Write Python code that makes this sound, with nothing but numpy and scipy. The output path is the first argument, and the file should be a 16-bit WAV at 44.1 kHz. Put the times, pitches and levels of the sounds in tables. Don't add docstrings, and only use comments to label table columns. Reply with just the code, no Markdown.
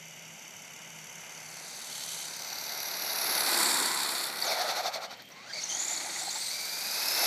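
import sys
import numpy as np
from scipy import signal
from scipy.fft import rfft, irfft
from scipy.io import wavfile
from scipy.ndimage import uniform_filter1d, map_coordinates

SR = 44100
rng = np.random.default_rng(int(sys.argv[2]) if len(sys.argv) > 2 else 0)


def dump_mix(stems):
    frames = np.atleast_2d(stems).T
    limited = np.clip(frames, -1, 1)
    pcm = np.round(limited * 32767).astype(np.int16)
    wavfile.write(sys.argv[1], SR, pcm)


N = 320166
TIME = np.arange(N) / SR
BRAKE_S, STOP_S = 4.42, 5.27
# time_s, distance_m
DISTANCE = [(0, 48), (1.25, 29.5), (2.3, 17.8), (2.6, 12.8), (3.05, 7.6), (3.35, 3.94), (3.55, 2.73),
            (3.72, 2.68), (4.1, 4.67), (4.4, 6.27), (4.7, 8.15), (5.25, 13), (6.0, 15.4), (6.4, 15.4),
            (6.75, 11.3), (7.0, 6.94), (7.26, 3.6)]


def gain_of(db):
    return 10 ** (np.asarray(db) / 20)


def unit_rms(x):
    return x / np.sqrt(np.mean(abs(x) ** 2) + 1e-20)


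def follow(rows):
    times, *columns = np.transpose(rows)
    return [np.interp(TIME, times, column) for column in columns]


def until(end_s, ramp_s):
    return np.clip(1 - (TIME - end_s) / ramp_s, 0, 1)


def held(start_s, end_s, ramp_s):
    return np.clip((TIME - start_s) / ramp_s, 0, 1) * until(end_s, ramp_s)


def swell(centre_s, half_s):
    return np.exp(-((TIME - centre_s) / half_s) ** 2)


def wander(rate_hz):
    f = np.arange(0, 3000, SR / N)
    real, imaginary = rng.standard_normal((2, len(f)))
    return unit_rms(irfft((real + 1j * imaginary) / (1 + (f / rate_hz) ** 4), N))


def narrowband(hz, width_hz):
    carrier = np.exp(2j * np.pi * np.cumsum(hz * np.ones(N)) / SR)
    return unit_rms((carrier * (wander(width_hz) + 1j * wander(width_hz))).real)


def grains(clump_db, clump_hz):
    return rng.standard_normal(N) * gain_of(clump_db * wander(clump_hz))


def coloured(x, spectrum):
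    hz, db = np.transpose(spectrum)
    f = np.fft.rfftfreq(N, 1 / SR) + 1
    shape_db = np.interp(np.log(f), np.log(hz), db)
    return unit_rms(irfft(rfft(x) * gain_of(shape_db), N))


def ringing(x, modes):
    f = np.fft.rfftfreq(N, 1 / SR) + 1
    power = sum(gain_of(db) ** 2 / (1 + ((f - hz ** 2 / f) / (1.59 * width)) ** 2) ** 2
                for hz, width, db in modes)
    return unit_rms(irfft(rfft(x) * np.sqrt(power), N))


def notched(x, dips):
    f, t, spectra = signal.stft(x, SR, nperseg=512)
    cut_db = 0
    for hz, width, depth_db in dips:
        hz, depth_db = (np.interp(t, TIME, v * np.ones(N)) for v in (hz, depth_db))
        octaves = np.log2(f + 1)[:, None] - np.log2(hz)
        cut_db = cut_db + depth_db * np.exp(-(octaves / width) ** 2)
    return signal.istft(spectra * gain_of(-cut_db), SR, nperseg=512)[1][:N]


def doppler(x):
    delay_s = follow(DISTANCE)[0] / 343
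    return map_coordinates(x, [(TIME - delay_s) * SR], order=3, mode="wrap")


def street():
    # frequency_hz, level_db
    wash_spectrum = [(25, -16), (45, -20), (80, -12.5), (125, -1), (200, 2), (330, -8), (600, -3),
                     (1000, -20), (1600, -20), (2100, -3), (2700, -5), (3400, -6.5), (4400, -10),
                     (7000, -16), (10000, -27), (15000, -32)]
    # time_s, level_db
    hum_levels = [(0, -63), (1.0, -60), (2.0, -66.5), (7.26, -87)]
    wash = gain_of(-55) * coloured(rng.standard_normal(N), wash_spectrum)
    return wash + gain_of(follow(hum_levels)[0]) * narrowband(162, width_hz=4.7)


def drive():
    # time_s, tooth_hz
    motor_speed = [(0, 5960), (2.151, 6200), (2.4, 6010), (2.9, 5816), (3.55, 5340), (4.25, 4550),
                   (4.42, 4067), (4.47, 3130), (4.487, 2790), (4.53, 2150), (4.701, 1303), (5.25, 900),
                   (5.34, 1030), (5.40, 1080), (5.46, 1320), (5.497, 1660), (5.522, 1570), (5.537, 2310),
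                   (5.597, 2230), (5.615, 2800), (5.645, 2950), (5.68, 2790), (5.70, 3200), (5.735, 3130),
                   (5.76, 3300), (5.785, 3280), (5.81, 3470), (5.9, 3560), (5.96, 3500), (6.01, 3270),
                   (6.15, 3270), (6.23, 3850), (6.27, 3900), (6.32, 3600), (6.37, 3850), (6.43, 4280),
                   (6.485, 4080), (6.52, 4600), (6.62, 4560), (6.85, 4900), (7.1, 5150), (7.26, 5330)]
    # time_s, load_share
    steady_load = [(0, 0.56), (1.3, 0.43), (2.4, 0.58), (3.199, 0.45), (3.62, 0.43), (3.8, 0.33),
                   (4.251, 0.58), (4.33, 0.2), (4.47, 0.68), (5.27, 0), (5.33, 0.3), (5.45, 0.36),
                   (5.701, 0.82), (6.05, 0.92), (6.3, 0.94), (6.7, 0.79), (7.26, 0.55)]
    # time_s, half_length_s, added_load_share
    surges = [(5.497, 0.031, 0.2), (5.574, 0.065, 0.26), (5.722, 0.034, 0.12), (5.863, 0.12, 0.11),
              (6.187, 0.018, 0.12), (6.446, 0.12, 0.19)]
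    blips = sum(extra * swell(s, half_s) for s, half_s, extra in surges)
    return follow(motor_speed)[0], follow(steady_load)[0] + blips


def layer_level(tooth_hz, load, slide, cruise_db, decade_db, load_db, slide_db, cruise_hz=5500):
    rolling = gain_of(cruise_db + decade_db * np.log10(tooth_hz / cruise_hz) + load_db * load)
    return 20 * np.log10(np.hypot(rolling, gain_of(slide_db) * slide))


def tyre_roar(level_db, knock, metres, side_on):
    # pitch_hz, nominal_width_hz, level_db
    tyre_modes = [(244, 97, -9), (364, 110, -5.5), (687, 288, 2.5), (860, 140, 0.5), (1434, 450, 1.5),
                  (2008, 164, 3), (2416, 195, -3.5)]
    drumming = ringing(grains(clump_db=0.97, clump_hz=87), tyre_modes)
    roar = gain_of(level_db + 2) * doppler(drumming) * knock ** 0.074
    hollow = (586, 0.35, 10 * swell(3.88, 0.33))
    boom = (286, 0.6, -7 * np.exp(-(metres / 5.1) ** 2))
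    shell = (1020, 0.15, -7.5 * side_on)
    return notched(roar, [hollow, boom, shell])


def tread_hiss(level_db, tilt_db_per_octave):
    # frequency_hz, level_db
    hiss_spectrum = [(2000, -32), (4900, -13.5), (6000, 4.5), (7700, 3.5), (9500, -0.5), (11500, 5),
                     (12600, 2), (13800, 0), (14600, -7), (15300, -21)]
    hiss = coloured(grains(clump_db=1.53, clump_hz=145), hiss_spectrum)
    f, t, spectra = signal.stft(hiss, SR, nperseg=256)
    octaves = np.log2(np.maximum(f, 5000) / 10000)[:, None]
    spectra = spectra * gain_of(octaves * np.interp(t, TIME, tilt_db_per_octave))
    return gain_of(level_db + 2.5) * signal.istft(spectra, SR, nperseg=256)[1][:N]


def gearbox(level_db):
    # pitch_hz, nominal_width_hz, level_db
    housing_modes = [(2210, 420, -6.5), (3726, 400, -2), (4220, 960, -2.5), (4490, 520, 2), (5750, 970, -4),
                     (7098, 1300, -31)]
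    rattle = ringing(grains(clump_db=1.25, clump_hz=43), housing_modes)
    return gain_of(level_db - 1.64) * doppler(rattle)


def wheel_knock(depth=0.92, uneven=0.31):
    # time_s, rotation_hz
    wheel_speed = [(0.0, 36.4), (0.25, 34.9), (1.7, 36.5), (3.3, 36.5), (4.05, 34.0), (4.3, 34.0)]
    swing = np.cos(2 * np.pi * np.cumsum(follow(wheel_speed)[0]) / SR + 0.12 * wander(10))
    hard, soft = 1.15 * np.exp(5 * (swing - 1)), 0.4 * np.exp(-5 * (swing + 1))
    load = 1 + depth * until(BRAKE_S, 0.035) * (hard + soft) * (1 + uneven * wander(7.2))
    return load / np.sqrt(uniform_filter1d(load ** 2, 4000))


def whine(tooth_hz, load, flutter=0.013, whirr_width_hz=260, load_db=12.5, fade_span_hz=600):
    # time_s, whirr_share, level_db
    whine_tone = [(0, .85, 1), (4.3, 0.95, -1.5), (4.42, .85, -10), (4.455, .5, -5), (4.48, .4, 3),
                  (4.56, 0.55, 0), (5.3, .4, -9), (5.38, .15, -4), (5.43, .45, -8), (5.49, .15, 0),
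                  (5.525, .3, -3), (5.55, .25, 1), (5.62, .5, -1.5), (5.76, .5, -1), (5.93, .5, -3),
                  (6.02, 0.5, -5), (6.25, .55, -6), (6.45, 0.35, -.5), (6.8, .5, 2), (7.26, .7, 2)]
    # frequency_hz, level_db
    housing_response = [(600, -35), (1100, -34), (1600, -32.5), (2100, -32.5), (2350, -33.5), (2620, -36),
                        (2900, -42.5), (3250, -40), (3600, -38.5), (4300, -32), (5200, -29), (6000, -30.5),
                        (6900, -25), (8400, -32.5), (9000, -40), (10000, -63), (10900, -23), (12300, -44.5)]
    # tooth_rate_multiple, level_db, lowest_tooth_hz, highest_tooth_hz, whirr_factor
    mesh_partials = [(.5, -5, 3900, 9000, 0.66), (1, -1, 0, 9000, 1.25), (2, 0.5, 0, 9000, 1.3),
                     (3, -7, 600, 2400, 1)]
    smear, level_db = follow(whine_tone)
    hz = tooth_hz * (1 + flutter * wander(70))
    phase = 2 * np.pi * np.cumsum(hz) / SR
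    housing_hz, housing_db = np.transpose(housing_response)
    out = np.zeros(N)
    for k, db, from_hz, to_hz, factor in mesh_partials:
        whistle_gain, whirr_gain = np.sqrt(np.clip([1 - factor * smear, factor * smear], 0, 1))
        radiated_db = np.interp(np.log(k * tooth_hz), np.log(housing_hz), housing_db)
        in_range = np.clip(np.minimum(tooth_hz - from_hz, to_hz - tooth_hz) / fade_span_hz, 0, 1)
        whistle = whistle_gain * np.sqrt(2) * np.sin(k * phase)
        whirr = whirr_gain * narrowband(k * hz, k * whirr_width_hz)
        out += gain_of(db + radiated_db) * in_range * (whistle + whirr)
    return out * gain_of(level_db + load * (load_db + 3 * wander(50)))


def road_path(x, metres, dulling_db_per_m=0.51):
    # time_s, centre_hz, nominal_depth_db
    road_dip = [(0, 15000, 10), (2.1, 13600, 2), (2.38, 11500, 9), (2.6, 10050, 7), (3.28, 9400, 1),
                (3.4, 6560, 5), (3.65, 6250, 9.5), (4.25, 6130, 7.5), (4.45, 6800, 3), (4.65, 7500, 0),
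                (4.95, 10600, 8), (5.4, 10700, 12), (5.95, 12500, 2.5), (6.4, 11400, 8.5), (6.95, 10100, 1),
                (7.26, 9000, 4)]
    comb_dips = [(.333, .06, .3), (1, 0.16, 1.18), (1.95, 0.078, 0.98)]
    # time_s, boost_db
    rasp_boost = [(0, 1), (2.25, 1), (2.5, -6.5), (3.3, -11), (3.65, 4), (4.25, -2), (4.4, -5.5),
                  (4.7, 0.5), (5.2, -7), (5.6, -7.5), (6.1, 5), (6.5, -1), (6.9, -4), (7.26, -6)]
    hz, depth_db = follow(road_dip)
    comb = [(multiple * hz, width, factor * depth_db) for multiple, width, factor in comb_dips]
    top_dulling = (14730, 0.45, dulling_db_per_m * metres)
    rasp = (7870, 0.32, -follow(rasp_boost)[0])
    return notched(x, comb + [top_dulling, rasp])


def hand_filter(x, finger, cup):
    # centre_hz, width_octaves, depth_db (negative rings)
    finger_dips = [(2230, 0.2, -4), (2910, 0.11, -8), (4135, 0.15, 14.5), (8660, 0.23, 6.5)]
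    sink = 1 - 0.12 * (1 - finger)
    dips = [(hz * sink, width, db * finger) for hz, width, db in finger_dips]
    cup_ring = (3120, 0.15, -8 * cup)
    narrow_notch = (4970, 0.04, 5 + 18 * (finger + cup))
    return notched(x, dips + [cup_ring, narrow_notch])


def sliding(attack_s=0.054, fade_s=0.27):
    # start_s, fade_start_s, level_db
    slides = [(4.41, 4.831, 0), (7.15, 7.3, -7.5)]
    out = np.zeros(N)
    for start_s, fade_start_s, db in slides:
        bite = np.clip((TIME - start_s) / attack_s, 0, 1)
        out += gain_of(db) * bite * np.where(TIME < fade_start_s, 1, swell(fade_start_s, fade_s))
    return out


def skid(slide):
    groan_modes = [(563, 134, -1), (750, 160, 5.5), (1326, 310, -1.5), (2280, 290, -7.5)]
    return gain_of(-19) * slide * ringing(grains(clump_db=1.6, clump_hz=52), groan_modes)


def skid_wobble(rock_hz=11.6, pinch=0.14, uneven=0.2):
    phase = 2 * np.pi * rock_hz * (TIME - 4.954)
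    rock = np.cos(phase) - pinch * np.cos(2 * phase) - 0.33
    depth = (3.1 + 4 * swell(5.05, 0.2)) * (1 + uneven * wander(12))
    return gain_of(depth * held(BRAKE_S, STOP_S, 0.12) * rock)


def chirps(fall=0.06, spread=0.049):
    # centre_s, relative_level_db, pitch_hz, half_length_s
    chatters = [(4.425, -21, 4600, 0.003), (5.323, -46, 5800, 0.0053), (5.535, -37, 2150, 0.0063),
                (5.538, -27, 4630, 0.0045), (5.556, -33, 4570, 0.0051), (5.593, -36, 4500, 0.007),
                (5.594, -34, 2210, 0.0094), (5.640, -27, 6450, 0.0049), (5.696, -30, 6300, .005),
                (5.704, -32.5, 3220, 0.0064), (5.711, -33, 6900, 0.0034), (5.722, -35, 3130, 0.0074),
                (5.727, -32, 6800, .003), (5.752, -32, 7100, .003), (5.76, -35, 3250, 0.0067),
                (5.77, -32, 6580, 0.0037), (5.805, -26, 6940, 0.0044), (5.821, -24, 6900, .0045),
                (5.837, -25, 6750, .003), (5.852, -26.5, 7000, .004), (5.883, -24.5, 6900, .0045),
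                (5.899, -24, 6750, .0028), (5.910, -32, 7250, .003), (5.922, -26, 6950, .0035),
                (5.936, -25, 7100, .004), (5.964, -27, 6850, .004), (5.977, -27.5, 4380, 0.0046),
                (6.005, -34, 4290, 0.0037), (6.203, -30, 6970, .004), (6.273, -31.5, 4130, 0.007),
                (6.294, -31, 4160, .0054), (6.313, -30, 6460, .004), (6.33, -30, 7080, .003),
                (6.359, -26.5, 4320, 0.0029), (6.42, -33, 4450, 0.0065), (6.42, -38, 8400, .0065),
                (6.465, -39, 4160, 0.0078), (6.516, -34, 4550, .009)]
    out, t = np.zeros(N), np.arange(-1500, 1500) / SR
    for s, db, hz, half_s in chatters:
        span = round(s * SR) + np.arange(len(t)) - len(t) // 2
        falling_hz = hz * (1 - fall * np.tanh(t / half_s / 2))
        tone = np.sin(2 * np.pi * (np.cumsum(falling_hz) / SR + rng.random()))
        band = signal.butter(2, [hz * (1 - spread), hz * (1 + spread)], "band", fs=SR, output="sos")
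        scrape = unit_rms(signal.sosfilt(band, rng.standard_normal(len(t))))
        out[span] += gain_of(db - 3.5) * np.exp(-(t / half_s) ** 2) * (0.93 * tone + 0.48 * scrape)
    return out * gain_of(wander(220))


def squeals(glide_per_s=2.19, octave_db=-14, jitter=0.09, ragged_db=3, unsteady_hz=170):
    # centre_s, level_db, pitch_hz, half_length_s
    slips = [(4.512, -31.5, 661, .02), (4.603, -30.5, 693, .02), (4.654, -41, 644, .015),
             (4.719, -35.5, 763, 0.019), (4.798, -34, 761, 0.017), (4.875, -33.5, 730, 0.031),
             (4.966, -38, 660, .025), (5.055, -45, 700, .02), (5.566, -46, 615, .025),
             (5.74, -48, 810, 0.024), (5.918, -43, 736, .016), (6.06, -43.5, 800, 0.024),
             (6.178, -46, 818, 0.011), (6.228, -43, 735, 0.017), (6.28, -36.5, 778, 0.0096),
             (6.362, -41, 834, .015)]
    out, unsteady = np.zeros(N), 1 + jitter * wander(unsteady_hz)
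    for s, db, hz, half_s in slips:
        near = abs(TIME - s) < 3 * half_s
        t = TIME[near] - s
        rising_hz = hz * (1 + glide_per_s * t) * unsteady[near]
        phase = 2 * np.pi * (np.cumsum(rising_hz) / SR + rng.random())
        tone = np.sin(phase) + gain_of(octave_db) * np.sin(2 * phase)
        out[near] += gain_of(db) * np.exp(-(t / half_s) ** 2) * tone
    return out * gain_of(ragged_db * wander(unsteady_hz))


def creep(start_s=5.05, end_s=5.28, rise_hz_per_s=1200):
    hz = 2950 + rise_hz_per_s * (TIME - start_s)
    return gain_of(-60) * held(start_s, end_s, 0.043) * narrowband(hz, width_hz=70)


def ticks(half_s=0.0021, fizz_db=-68):
    # centre_s, level_db
    tick_peaks = [(5.175, -58), (5.223, -50), (5.256, -60), (5.290, -54), (5.303, -58), (5.318, -61),
                  (5.334, -70)]
    clicks = sum(gain_of(db) * swell(s, half_s) for s, db in tick_peaks)
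    fizz = gain_of(fizz_db) * swell(STOP_S, 0.13)
    spectrum = [(2000, -19), (6000, -4), (10500, -8), (13500, 5), (15000, -6)]
    return (clicks + fizz) * coloured(rng.standard_normal(N), spectrum)


def scuffs():
    # centre_s, level_db, half_length_s
    slips = [(5.906, -48, 0.011), (5.998, -44, 0.37), (6.178, -43, 0.0097), (6.357, -47, 0.016)]
    envelope = sum(gain_of(db) * swell(s, half_s) for s, db, half_s in slips)
    shell_modes = [(335, 67, -2), (793, 235, 1), (1370, 410, -4.5), (2100, 390, 2)]
    return envelope * ringing(grains(clump_db=2.4, clump_hz=125), shell_modes)


def scene():
    metres, slide = follow(DISTANCE)[0], sliding()
    tooth_hz, load = drive()
    side_on, turning = swell(3.86, 0.4), swell(5.57, 0.35)
    finger = until(1.305, 0.43)
    cup = (1 - until(1.765, 0.18)) * until(2.225, 0.047)
    motion = (tooth_hz, load, slide)
    tyre_db = layer_level(*motion, cruise_db=-25, decade_db=13, load_db=-1.5, slide_db=-26)
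    gear_db = layer_level(*motion, cruise_db=-24.5, decade_db=17, load_db=13, slide_db=-16)
    hiss_db = layer_level(*motion, cruise_db=-28.5, decade_db=25, load_db=14.5, slide_db=-27)
    hiss_tilt = 4 - 7 * side_on - 14.5 * turning - 3.5 * finger
    knock, wobble = wheel_knock(), skid_wobble()
    teeth = knock ** 1.4 * whine(tooth_hz, load) * gain_of(-30 * side_on)
    treble = knock ** 0.85 * gearbox(gear_db) + knock ** 0.75 * tread_hiss(hiss_db, hiss_tilt)
    treble *= gain_of(-0.5 * finger + 3 * cup)
    roar = tyre_roar(tyre_db, knock, metres, side_on)
    rolling = road_path(treble + roar, metres) + teeth
    truck = (wobble * rolling + wobble ** 0.2 * skid(slide)) / metres
    truck *= gain_of(-9 * swell(STOP_S, 0.042))
    mix = truck + chirps() + squeals() + scuffs() + ticks() + creep() + street()
    mono = hand_filter(mix, finger, cup)
    return np.array([mono, mono])


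def record(dry, bass_cut_hz=75, edge_hz=15450):
    bass_cut = signal.butter(2, bass_cut_hz, "high", fs=SR, output="sos")
    low_pass = signal.firwin(511, edge_hz, window=("kaiser", 9), fs=SR)
    return signal.oaconvolve(signal.sosfilt(bass_cut, dry), low_pass[None], "same")


dry = scene()
out = record(dry)
dump_mix(out)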